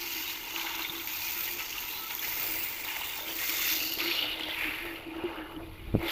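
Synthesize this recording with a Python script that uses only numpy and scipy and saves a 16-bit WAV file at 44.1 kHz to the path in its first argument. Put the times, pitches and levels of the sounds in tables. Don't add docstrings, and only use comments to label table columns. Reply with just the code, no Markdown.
import sys
import numpy as np
from scipy import signal
from scipy.fft import rfft, irfft, next_fast_len
from scipy.io import wavfile
from scipy.ndimage import uniform_filter1d

SR = 44100
rng = np.random.default_rng(int(sys.argv[2]) if len(sys.argv) > 2 else 0)


def master_out(mix):
    frames = np.transpose(np.atleast_2d(mix))
    ceiling = np.clip(frames, -1, 1)
    pcm = np.round(ceiling * 32767).astype(np.int16)
    wavfile.write(sys.argv[1], SR, pcm)


N = 269451


def jets():
    # pitch in Hz, width in Hz, strength in dB.
    wall_modes = [(1412, 260, -1), (2115, 120, -4.5), (2434, 100, -5), (2794, 170, 0), (3560, 390, -2.5),
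                  (4654, 89, 4.5), (6550, 500, -2.5)]
    # frequency in Hz, relative level in dB per Hz.
    gurgle_colour = [(600, -13.5), (1000, 1), (1300, 3), (1600, -2.5), (2200, -8.5), (4000, -69)]
    splash_colour = [(900, -54), (1600, -4), (2100, 5.5), (2900, 2), (3300, -2.5), (4200, -16.5),
                     (8000, -65)]
    sizzle_colour = [(2000, -83), (2900, -7.5), (3300, 3.5), (4200, 2.5), (4900, -12.5), (6000, -16.5),
                     (7000, -60)]
    spray_colour = [(3000, -17), (4300, 2), (4800, -5), (6400, -2), (7200, 0), (8200, -28), (10500, -34),
                    (12000, -2)]
    sheen_colour = [(6000, -31), (7400, 4), (8800, -5.5), (10500, -3.5), (12000, -13), (14000, -26)]
    fizz_colour = [(8000, -18.5), (9800, -13.5), (11500, -8), (13200, -1.5), (16000, -1)]
    # time in seconds, relative spray level in dB,
    # spray centre in Hz, relative fizz level in dB, fizz centre in Hz.
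    treble_path = [(0.0, -41.5, 5200, -41, 13100), (0.25, -41.5, 5460, -37.5, 13600),
                   (0.44, -49.5, 5370, -45.5, 13600), (0.56, -43, 5646, -42.5, 13620),
                   (0.97, -50.5, 5800, -41.5, 13600), (1.07, -46.5, 5900, -39, 13500),
                   (1.26, -40.5, 5340, -36, 13800), (1.44, -45, 5630, -33.5, 13900),
                   (1.68, -43.5, 5430, -44.5, 14000), (1.82, -44, 5640, -38.5, 13680),
                   (1.95, -47.5, 5500, -38, 13800), (2.08, -50.5, 5850, -42, 13830),
                   (2.3, -40.5, 5520, -34, 13800), (2.64, -46, 5100, -31.5, 15290),
                   (2.74, -48, 5480, -40, 14900), (3.25, -48, 5370, -40, 14650),
                   (3.47, -39, 5570, -34.5, 13900), (3.74, -35, 5400, -31, 13300),
                   (3.87, -37.5, 4800, -37.5, 13000), (4.15, -42, 4358, -39.5, 12100),
                   (4.27, -55, 4900, -44.5, 11820), (4.38, -64, 5130, -48, 11300),
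                   (4.49, -62, 5220, -46.5, 11400), (4.59, -56, 5060, -41, 11310),
                   (4.93, -64, 4800, -49, 11280), (5.05, -68, 4700, -59.5, 11100),
                   (5.94, -78, 5000, -59.5, 11300), (6.11, -47.5, 4620, -39, 11580)]
    # time in seconds, relative level in dB.
    sheen_path = [(0.0, -55), (0.9, -59), (1.44, -52), (1.58, -55.5), (2.11, -58), (2.59, -47.5),
                  (2.72, -52.5), (3.15, -50), (3.2, -59), (3.42, -47.5), (3.62, -47.5), (4.51, -72),
                  (4.59, -64), (5.14, -82), (5.9, -87), (6.11, -61)]

    splash_db, surge_db, hollow_hz, sizzle_db, gurgle_db, _ = flow()
    spray_db, spray_hz, fizz_db, fizz_hz = curves(treble_path)
    sheen_db = curves(sheen_path)[0]

    stream = rng.standard_normal(N) + 0.7 * droplets(900, spread_db=1.6) + 0.36 * bubbles()
    stream = stream + sum(gain_of(db) * resonate(stream, hz, width) for hz, width, db in wall_modes)

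    splash = coloured(stream + 2.9 * resonate(stream, hollow_hz, width_hz=1200), splash_colour)
    splash = gain_of(0.9 * flicker(0.006)) * splash
    sizzle = gain_of(sizzle_db + 0.15 * flicker(0.0025)) * coloured(stream, sizzle_colour)
    gurgle = gain_of(gurgle_db + 2.0 * flicker(0.0033)) * coloured(stream, gurgle_colour)

    spray = resonate(resonate(stream, spray_hz, width_hz=2300), spray_hz, width_hz=2560)
    spray = coloured(stream + 5 * spray, spray_colour)
    spray = gain_of(spray_db + 0.5 * flicker(0.0047)) * spray

    spattered = evened(stream) + 0.19 * droplets(250, spread_db=1.5)
    fizz = coloured(spattered + 6 * resonate(spattered, fizz_hz, width_hz=1400), fizz_colour)
    fizz = gain_of(fizz_db + 0.91 * flicker(0.0038)) * fizz
    sheen = gain_of(sheen_db + 0.98 * flicker(0.018)) * coloured(spattered, sheen_colour)

    low = gain_of(splash_db - 3.5) * (splash + sizzle + gurgle)
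    high = gain_of(0.22 * surge_db + 0.79 * flicker(0.0065) - 2.0) * (spray + fizz + sheen)
    return gain_of(1.07 * flicker(0.0019) + 0.36 * flicker(0.037)) * (low + high)


def flow():
    # start, length and rise in seconds, relative
    # splash level in dB at the start and at the end, centre of the hollow under the jet in Hz, then the
    # levels of sizzle, gurgle and second bucket mode in dB over the splash.
    squirts = [(-0.1, 0.46, .02, -39.5, -38, 2680, -12, -13.5, -15),
               (0.402, 0.15, 0.062, -42.5, -45.5, 2530, -6.5, -12, -2),
               (0.54, 0.226, 0.03, -42, -42, 2680, -1, -1, -5),
               (.78, 0.086, .015, -39.5, -42.5, 2522, -5, -5.5, -7),
               (.9, 0.047, 0.051, -70, -39.5, 2760, -4, -9, -10.5),
               (1.07, 0.42, 0.02, -41.5, -38.5, 2630, -7.5, -13.5, -14),
               (1.577, 0.048, 0.018, -35, -37, 2440, -16, -13, -16.5),
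               (1.723, 0.38, 0.033, -43, -44.5, 2599, -2.5, -9, -8),
               (2.096, 0.04, 0.012, -32, -43, 2224, -8, -10, -10),
               (2.192, 0.65, 0.043, -37, -41.5, 2404, -13.5, -13.5, -16),
               (2.8, 0.43, 0.097, -37, -43.5, 2556, -10, -9.5, -9),
               (3.238, .11, 0.034, -39, -43.5, 2400, -11, -11, -12),
               (3.328, 0.41, 0.09, -37.5, -36, 2260, -7, -12, -20.5),
               (3.975, 0.044, 0.031, -31, -32, 2440, -10, -9.5, -18),
               (4.067, .29, 0.013, -34, -37, 2856, -4, -11.5, -22),
               (4.385, 0.17, 0.011, -37.5, -36.5, 2980, -6.5, -15, -18),
               (4.478, 0.5, 0.19, -27.5, -43.5, 2270, -17.5, -9, -19),
               (5.08, 0.34, 0.08, -50.5, -51, 2690, -8.5, 7, -5),
               (5.5, 0.054, .02, -54, -57, 2752, -15, 3, 2),
               (5.602, 0.64, 0.027, -54, -51.5, 2330, -9, -12, -17),
               (5.985, 0.075, 0.03, -43.5, -40.5, 2200, -13, 0, -12),
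               (6.03, 0.097, .07, -33.5, -33, 2485, -4, -8, -18)]
    cut_s, drip_db, drip_db_per_s = 0.008, -2.5, -42.5
    mean_s = 0.19
    step = 64
    t = np.arange(0, N + step, step) / SR
    start, length, rise, start_db, end_db, *colours = np.transpose(squirts)[:, :, None]
    after = np.maximum(t - start - length, 0)
    db = start_db + (end_db - start_db) * np.clip((t - start) / length, 0, 1)
    db = db + drip_db * np.minimum(after / cut_s, 1) + drip_db_per_s * after
    power = (np.clip((t - start) / rise, 0, 1) * gain_of(db)) ** 2
    total = power.sum(0)
    splash_db = 10 * np.log10(total)
    surge_db = splash_db - uniform_filter1d(splash_db, round(mean_s * SR / step))
    colour_curves = [(c * power).sum(0) / total for c in colours]
    return curves(np.transpose([t, splash_db, surge_db] + colour_curves))


def bubbles():
    out, t = np.zeros(N), np.arange(1200) / SR
    for hz in np.geomspace(1100, 7000, 22):
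        ring = np.sin(2 * np.pi * hz * t * (1 + 0.57 * t))
        ring = ring * np.exp(-t * hz / 22) * np.minimum(t / 0.00044, 1)
        loudness = (hz / 2500) ** 0.85
        out += signal.oaconvolve(droplets(hz / 170, spread_db=2.5), ring * loudness)[:N]
    return evened(out)


def boom():
    # time in seconds, first mode level in dB, relative slosh level in dB.
    air_levels = [(0, -53.5, -75), (.5, -60.5, -60), (.78, -55, -57), (1, -59, -67.5), (1.58, -58, -57.5),
                  (1.75, -65.5, -64), (2.25, -58, -62), (2.4, -57.5, -50), (2.76, -59, -59),
                  (3.1, -61, -56), (3.3, -54, -51), (3.5, -58.5, -55.5), (4.05, -49, -49.5),
                  (4.73, -54.5, -50.5), (5.0, -52, -50), (5.25, -47.5, -45.5), (5.63, -49.5, -53.5),
                  (5.8, -57.5, -65), (5.99, -43, -51.5), (6.04, -50, -40), (6.11, -47.5, -48)]
    # start in seconds, length in seconds, level in dB
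    # added at the start of the swell, pitch in Hz.
    hum_swells = [(0.0, 0.14, -68, 338.6), (0.144, 0.085, -58, 325.3), (.5, 0.2, -52, 330),
                  (0.73, .11, -57, 334.3), (0.888, 0.15, -48.5, 333), (1.35, .07, -52, 334),
                  (1.439, .17, -59, 345.2), (2.467, 0.058, -54, 331.4), (2.54, 0.063, -55, 332),
                  (3.238, 0.16, -53.5, 327.8), (3.482, 0.085, -51, 323), (3.686, 0.21, -54, 317),
                  (3.998, 0.14, -38.5, 339.7), (4.162, 0.14, -66, 308), (4.395, 0.11, -46.5, 314.2),
                  (4.631, 0.13, -43.5, 308), (4.803, 0.1666, -47, 338.6), (5.053, 0.089, -44.5, 324.5),
                  (5.141, 0.063, -40.5, 330.3), (5.234, 0.057, -41, 341.8), (5.336, 0.14, -47, 316),
                  (5.54, 0.05, -41, 316.6), (5.602, 0.096, -50, 327.3), (6.02, 0.06, -37, 337)]
    # frequency in Hz, relative level in dB per Hz.
    slosh_colour = [(120, -40), (250, -17), (450, 1), (700, -1), (900, -4.5), (1500, -46)]
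    base_hz, waver_hz = 325, 2.997
    second_hz, split_hz = 867, 73
    hum_fade_db = -3

    first_db, slosh_db = curves(air_levels)
    splash_db, surge_db, *_, second_db = flow()
    first, pull_hz = gain_of(first_db + 1.1 * flicker(0.12)), np.zeros(N)
    for s, length, db, hz in hum_swells:
        swell = signal.windows.tukey(round(length * SR), 0.45)
        add(first, s, gain_of(db + np.linspace(0, hum_fade_db, len(swell))) * swell)
        add(pull_hz, s, (hz - base_hz) * swell)
    first_hz = base_hz + pull_hz + waver_hz * flicker(0.062)

    thumps = rng.standard_normal(N) + 0.84 * droplets(220, spread_db=2.0)
    hum = evened(resonate(resonate(thumps, first_hz, width_hz=33.0), first_hz, width_hz=590))
    tone = np.sin(2 * np.pi * np.cumsum(first_hz + 4 * flicker(0.021)) / SR)
    hum = evened(hum + 2.34 * tone)

    second = resonate(thumps, second_hz, width_hz=65)
    second = second + 1.4 * resonate(thumps, second_hz + split_hz, width_hz=48)
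    second = evened(resonate(second, second_hz + split_hz / 2, width_hz=480))
    second = gain_of(splash_db + second_db + 1.6 * flicker(0.02)) * second

    slosh = gain_of(slosh_db + 0.17 * surge_db + 2.16 * flicker(0.027)) * coloured(thumps, slosh_colour)
    return first * hum + second + slosh


def gulps():
    # start in seconds, relative level in dB, centre in Hz.
    gulp_rows = [(0.354, -22.5, 3570), (0.56, -16, 2770), (0.56, -19, 2400), (0.596, -19, 2960),
                 (0.613, -16, 2450), (0.665, -17, 2800), (0.668, -15, 2100), (0.675, -22, 1400),
                 (0.793, -22, 990), (0.793, -19, 2800), (0.819, -18, 3924), (0.819, -20, 2760),
                 (0.846, -15, 2200), (0.847, -18, 3540), (0.895, -15.5, 3550), (0.997, -21, 3140),
                 (1.074, -18.5, 2500), (1.108, -26, 2500), (1.726, -18, 2830), (1.781, -16.5, 2760),
                 (2.102, -23, 2150), (2.192, -19.5, 3290), (2.245, -16.5, 2397), (2.851, -21, 3710),
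                 (2.88, -19, 2250), (2.883, -16, 2800), (2.964, -17.5, 2080), (2.967, -21.5, 900),
                 (3.012, -20.5, 900), (3.017, -16.5, 2830), (3.107, -29, 2800), (3.258, -22, 2200),
                 (3.282, -21, 3100), (3.308, -21, 3100), (3.494, -15, 2222), (3.802, -13.5, 2670),
                 (3.921, -16.5, 2800), (4.003, -10, 2626), (4.07, -20, 2830), (4.108, -13, 2460),
                 (4.12, -14, 2780), (4.189, -9.5, 2820), (4.227, -10.5, 2950), (4.288, -17, 2950),
                 (4.396, -20, 1870), (4.507, -16.5, 3280), (4.434, -15.5, 3300), (4.641, -12, 2280),
                 (4.408, -16, 2974), (4.61, -11.5, 2320), (4.958, -23, 2880), (5.385, -30, 2850),
                 (5.562, -29, 2950)]
    out, t = np.zeros(N), np.arange(1500) / SR
    shape = np.minimum(t / 0.0011, 1) * np.exp(-t / 0.0048)
    for s, db, hz in gulp_rows:
        puff = rng.standard_normal(len(t))
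        burst = evened(resonate(puff, hz, width_hz=190))
        burst = burst + 0.08 * evened(resonate(puff, 1900, width_hz=1900))
        burst = resonate(resonate(burst, hz, width_hz=1300), hz, width_hz=1700)
        add(out, s, gain_of(db - 25.5) * evened(shape * burst))
    return out


def rings():
    # start in seconds, length in seconds, pitch in Hz, level in dB.
    pockets = [(0.039, 0.29, 2850, -48.5), (0.261, 0.046, 3780, -43.5), (0.405, 0.49, 2780, -48),
               (0.553, 0.326, 2160, -48.5), (0.806, 0.113, 3660, -46), (1.052, 0.575, 2430, -47),
               (1.697, 0.24, 2770, -48), (1.892, 0.127, 4000, -48.5), (2.2, 0.83, 2340, -52),
               (2.852, 0.294, 2820, -46), (2.7, 0.59, 2100, -54), (3.004, 0.26, 3610, -47.5),
               (3.256, 0.079, 3120, -46), (3.35, 0.33, 2090, -43.5), (3.505, 0.29, 3560, -42),
               (3.52, 0.358, 2770, -40.5), (3.84, .13, 2820, -41.5), (6.002, 0.046, 2195, -43.5),
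               (4.091, 0.268, 2880, -38), (4.099, 0.18, 3550, -43), (3.983, 0.29, 4430, -45),
               (4.0, 0.21, 5500, -50), (4.549, 0.18, 2362, -40), (4.55, 0.4, 1800, -47.5),
               (4.9, 0.19, 2730, -54), (5.1, 0.356, 2830, -51), (5.42, 0.152, 2910, -56.5),
               (5.36, 0.12, 1704, -53), (5.0, 0.42, 2470, -55), (4.297, 0.28, 3350, -55)]
    out = np.zeros(N)
    for s, length, hz, db in pockets:
        hiss = rng.standard_normal(N) + 0.93 * droplets(500, spread_db=3.0)
        hiss = (hiss * gain_of(0.87 * flicker(0.005)))[:round(length * SR)]
        hiss = resonate(resonate(hiss, hz, width_hz=200), hz, width_hz=540)
        rise, fall = np.linspace(0, 5.5, len(hiss)), np.linspace(16, 0, len(hiss))
        add(out, s, gain_of(db) * evened(hiss) * np.minimum(rise, fall).clip(0, 1))
    return out * gain_of(0.47 * flicker(0.0076))


def ticks():
    # start in seconds, relative level in dB, pitch in Hz.
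    rim_drops = [(1.0737, -15, 13400), (1.131, -23, 13400), (1.9505, -24, 14400), (2.1194, -15, 13420),
                 (2.143, -18, 14500), (2.151, -13.5, 13600), (2.1956, -17, 14100), (2.2338, -29, 13100),
                 (2.2824, -20, 14230), (2.6861, -23, 14730), (3.0734, -22, 14600), (3.2935, -31, 14100),
                 (3.8964, -22, 12900), (3.937, -14, 13300), (4.2957, -29, 11220), (4.397, -23, 1400),
                 (4.408, -28, 4205), (4.434, -27, 4600), (4.486, -31, 4000), (4.94, -31, 14500),
                 (4.949, -33, 14500), (5.151, -41, 14800), (5.16, -43, 14800), (5.2395, -38, 11220),
                 (5.358, -38, 12270), (5.359, -42, 14500)]
    out, t = np.zeros(N), np.arange(400) / SR
    for s, db, hz in rim_drops:
        puff = rng.standard_normal(len(t))
        click = evened(resonate(puff, hz, width_hz=560))
        broad = evened(resonate(resonate(puff, 5600, width_hz=3000), 5600, width_hz=3000))
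        add(out, s, gain_of(db - 9.5) * np.exp(-t / 0.001) * (click + 0.18 * broad))
    return out


def plops():
    # start in seconds, level in dB before the fade, pitch in Hz, fade in seconds.
    heavy_drops = [(0.896, -39.5, 166, 0.0064), (3.975, -31, 406, 0.0041), (4.486, -28, 714, 0.0014),
                   (5.239, -26, 359, 0.012), (5.575, -39, 181, 0.0063)]
    out, t = np.zeros(N), np.arange(3000) / SR
    for s, db, hz, fade in heavy_drops:
        add(out, s, gain_of(db) * np.sin(2 * np.pi * hz * t) * np.exp(-t / fade))
    return out


def finger():
    # time of the snap in seconds, pull level in dB, snap level in dB, sharpness in Hz,
    # settling rate (a plain number, higher is quicker).
    slips = [(5.881, -37, -36, 90, .45), (5.9431, -16, -22, 240, .35), (5.9523, -12, -8.9, 270, 1.1),
             (5.9621, -18, -25, 230, .25), (5.9693, -27, -25, 190, .4), (5.9792, -30, -25, 140, .4),
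             (5.997, -31, -35, 130, .45)]
    out, t = np.zeros(N), np.arange(-600, 900) / SR
    for s, pull_db, snap_db, hz, settle in slips:
        u = 2 * np.pi * hz * t
        pull = np.exp(np.minimum(u, 0) * 0.5) * (1 - np.tanh(u * 1.3))
        snap = np.exp(-np.logaddexp(0, 2 * u) / 2 * settle) * (1 + np.tanh(u * 1.3))
        catch = 0.28 * np.exp(-((t + 0.00085) / 0.00032) ** 2)
        inward = gain_of(pull_db) * (pull / pull.max() + catch)
        outward = gain_of(snap_db) * snap / snap.max()
        add(out, s + t[0], outward - inward)
    return out


def bird():
    # start in seconds, length in seconds, pitch in Hz, peak level in dB.
    notes = [(1.355, 0.06, 1422, -47.5), (1.586, 0.069, 1305, -45.5), (1.958, 0.14, 1308, -46)]
    out = np.zeros(N)
    for s, length, hz, db in notes:
        t = np.arange(0, length, 1 / SR)
        add(out, s, gain_of(db) * np.sin(np.pi * t / length) * np.sin(2 * np.pi * hz * t))
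    return out


def wind():
    # time in seconds, level in dB.
    wind_level = [(0, -61), (1.7, -59), (2.17, -59), (2.5, -55), (2.9, -58.5), (3.8, -57.5), (4.5, -57),
                  (4.75, -53.5), (5.5, -54.5), (5.57, -48), (5.78, -46.5), (5.89, -44), (6.01, -44),
                  (6.11, -57)]
    # frequency in Hz, relative level in dB per Hz.
    rumble_colour = [(10, -8), (36, 5), (60, -1), (120, -1), (250, -19.5), (500, -51)]
    level = gain_of(curves(wind_level)[0] + 0.39 * flicker(0.08))
    return level * coloured(rng.standard_normal(N), rumble_colour)


def yard():
    # frequency in Hz, relative level in dB per Hz.
    yard_colour = [(88, -19), (150, -19), (260, -4.5), (335, -0.5), (410, -3), (583, -13), (1150, -8.5),
                   (1540, -15), (2450, -38), (3550, -30), (5540, -45), (8830, -53), (11400, -17),
                   (15500, -75)]
    level_db = -55.5 + 1.2 * flicker(0.03)
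    return gain_of(level_db) * coloured(rng.standard_normal(N), yard_colour)


def gain_of(db):
    return 10 ** (np.asarray(db) / 20)


def evened(x):
    return x / np.sqrt(np.mean(x ** 2) + 1e-20)


def curves(rows):
    s, *columns = np.transpose(rows)
    return [np.interp(np.arange(N) / SR, s, c) for c in columns]


def coloured(x, points):
    size = next_fast_len(N)
    hz, db = np.transpose(points)
    f = np.fft.rfftfreq(size, 1 / SR)
    gain = gain_of(np.interp(np.log(f + 1), np.log(hz), db))
    return evened(irfft(rfft(x, size) * gain, size)[:N])


def resonate(x, hz, width_hz):
    turn = np.exp(2j * np.pi * np.cumsum(hz * np.ones(len(x))) / SR)
    r = np.exp(-np.pi * width_hz / SR)
    return 2 * (turn * signal.lfilter([1 - r], [1, -r], x / turn)).real


def flicker(seconds):
    span = max(round(seconds * SR), 2)
    return evened(uniform_filter1d(uniform_filter1d(rng.standard_normal(N), span), span))


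def droplets(per_s, spread_db):
    size = gain_of(spread_db * np.minimum(rng.exponential(1, N), 4))
    size = size * rng.choice([-1., 1.], N)
    return evened(size * (rng.random(N) < per_s / SR))


def add(mix, s, sound):
    part = mix[round(s * SR):][:len(sound)]
    part += sound[:len(part)]


def scene():
    milk = jets() + boom() + gulps() + rings() + ticks() + plops()
    return (milk + finger() + bird() + wind() + yard())[None]


def record(dry):
    edge_hz = 15560
    low_pass = signal.firwin(1023, edge_hz, window=("kaiser", 9), fs=SR)
    return signal.oaconvolve(dry, low_pass[None], "same")


dry = scene()
out = record(dry)
master_out(out)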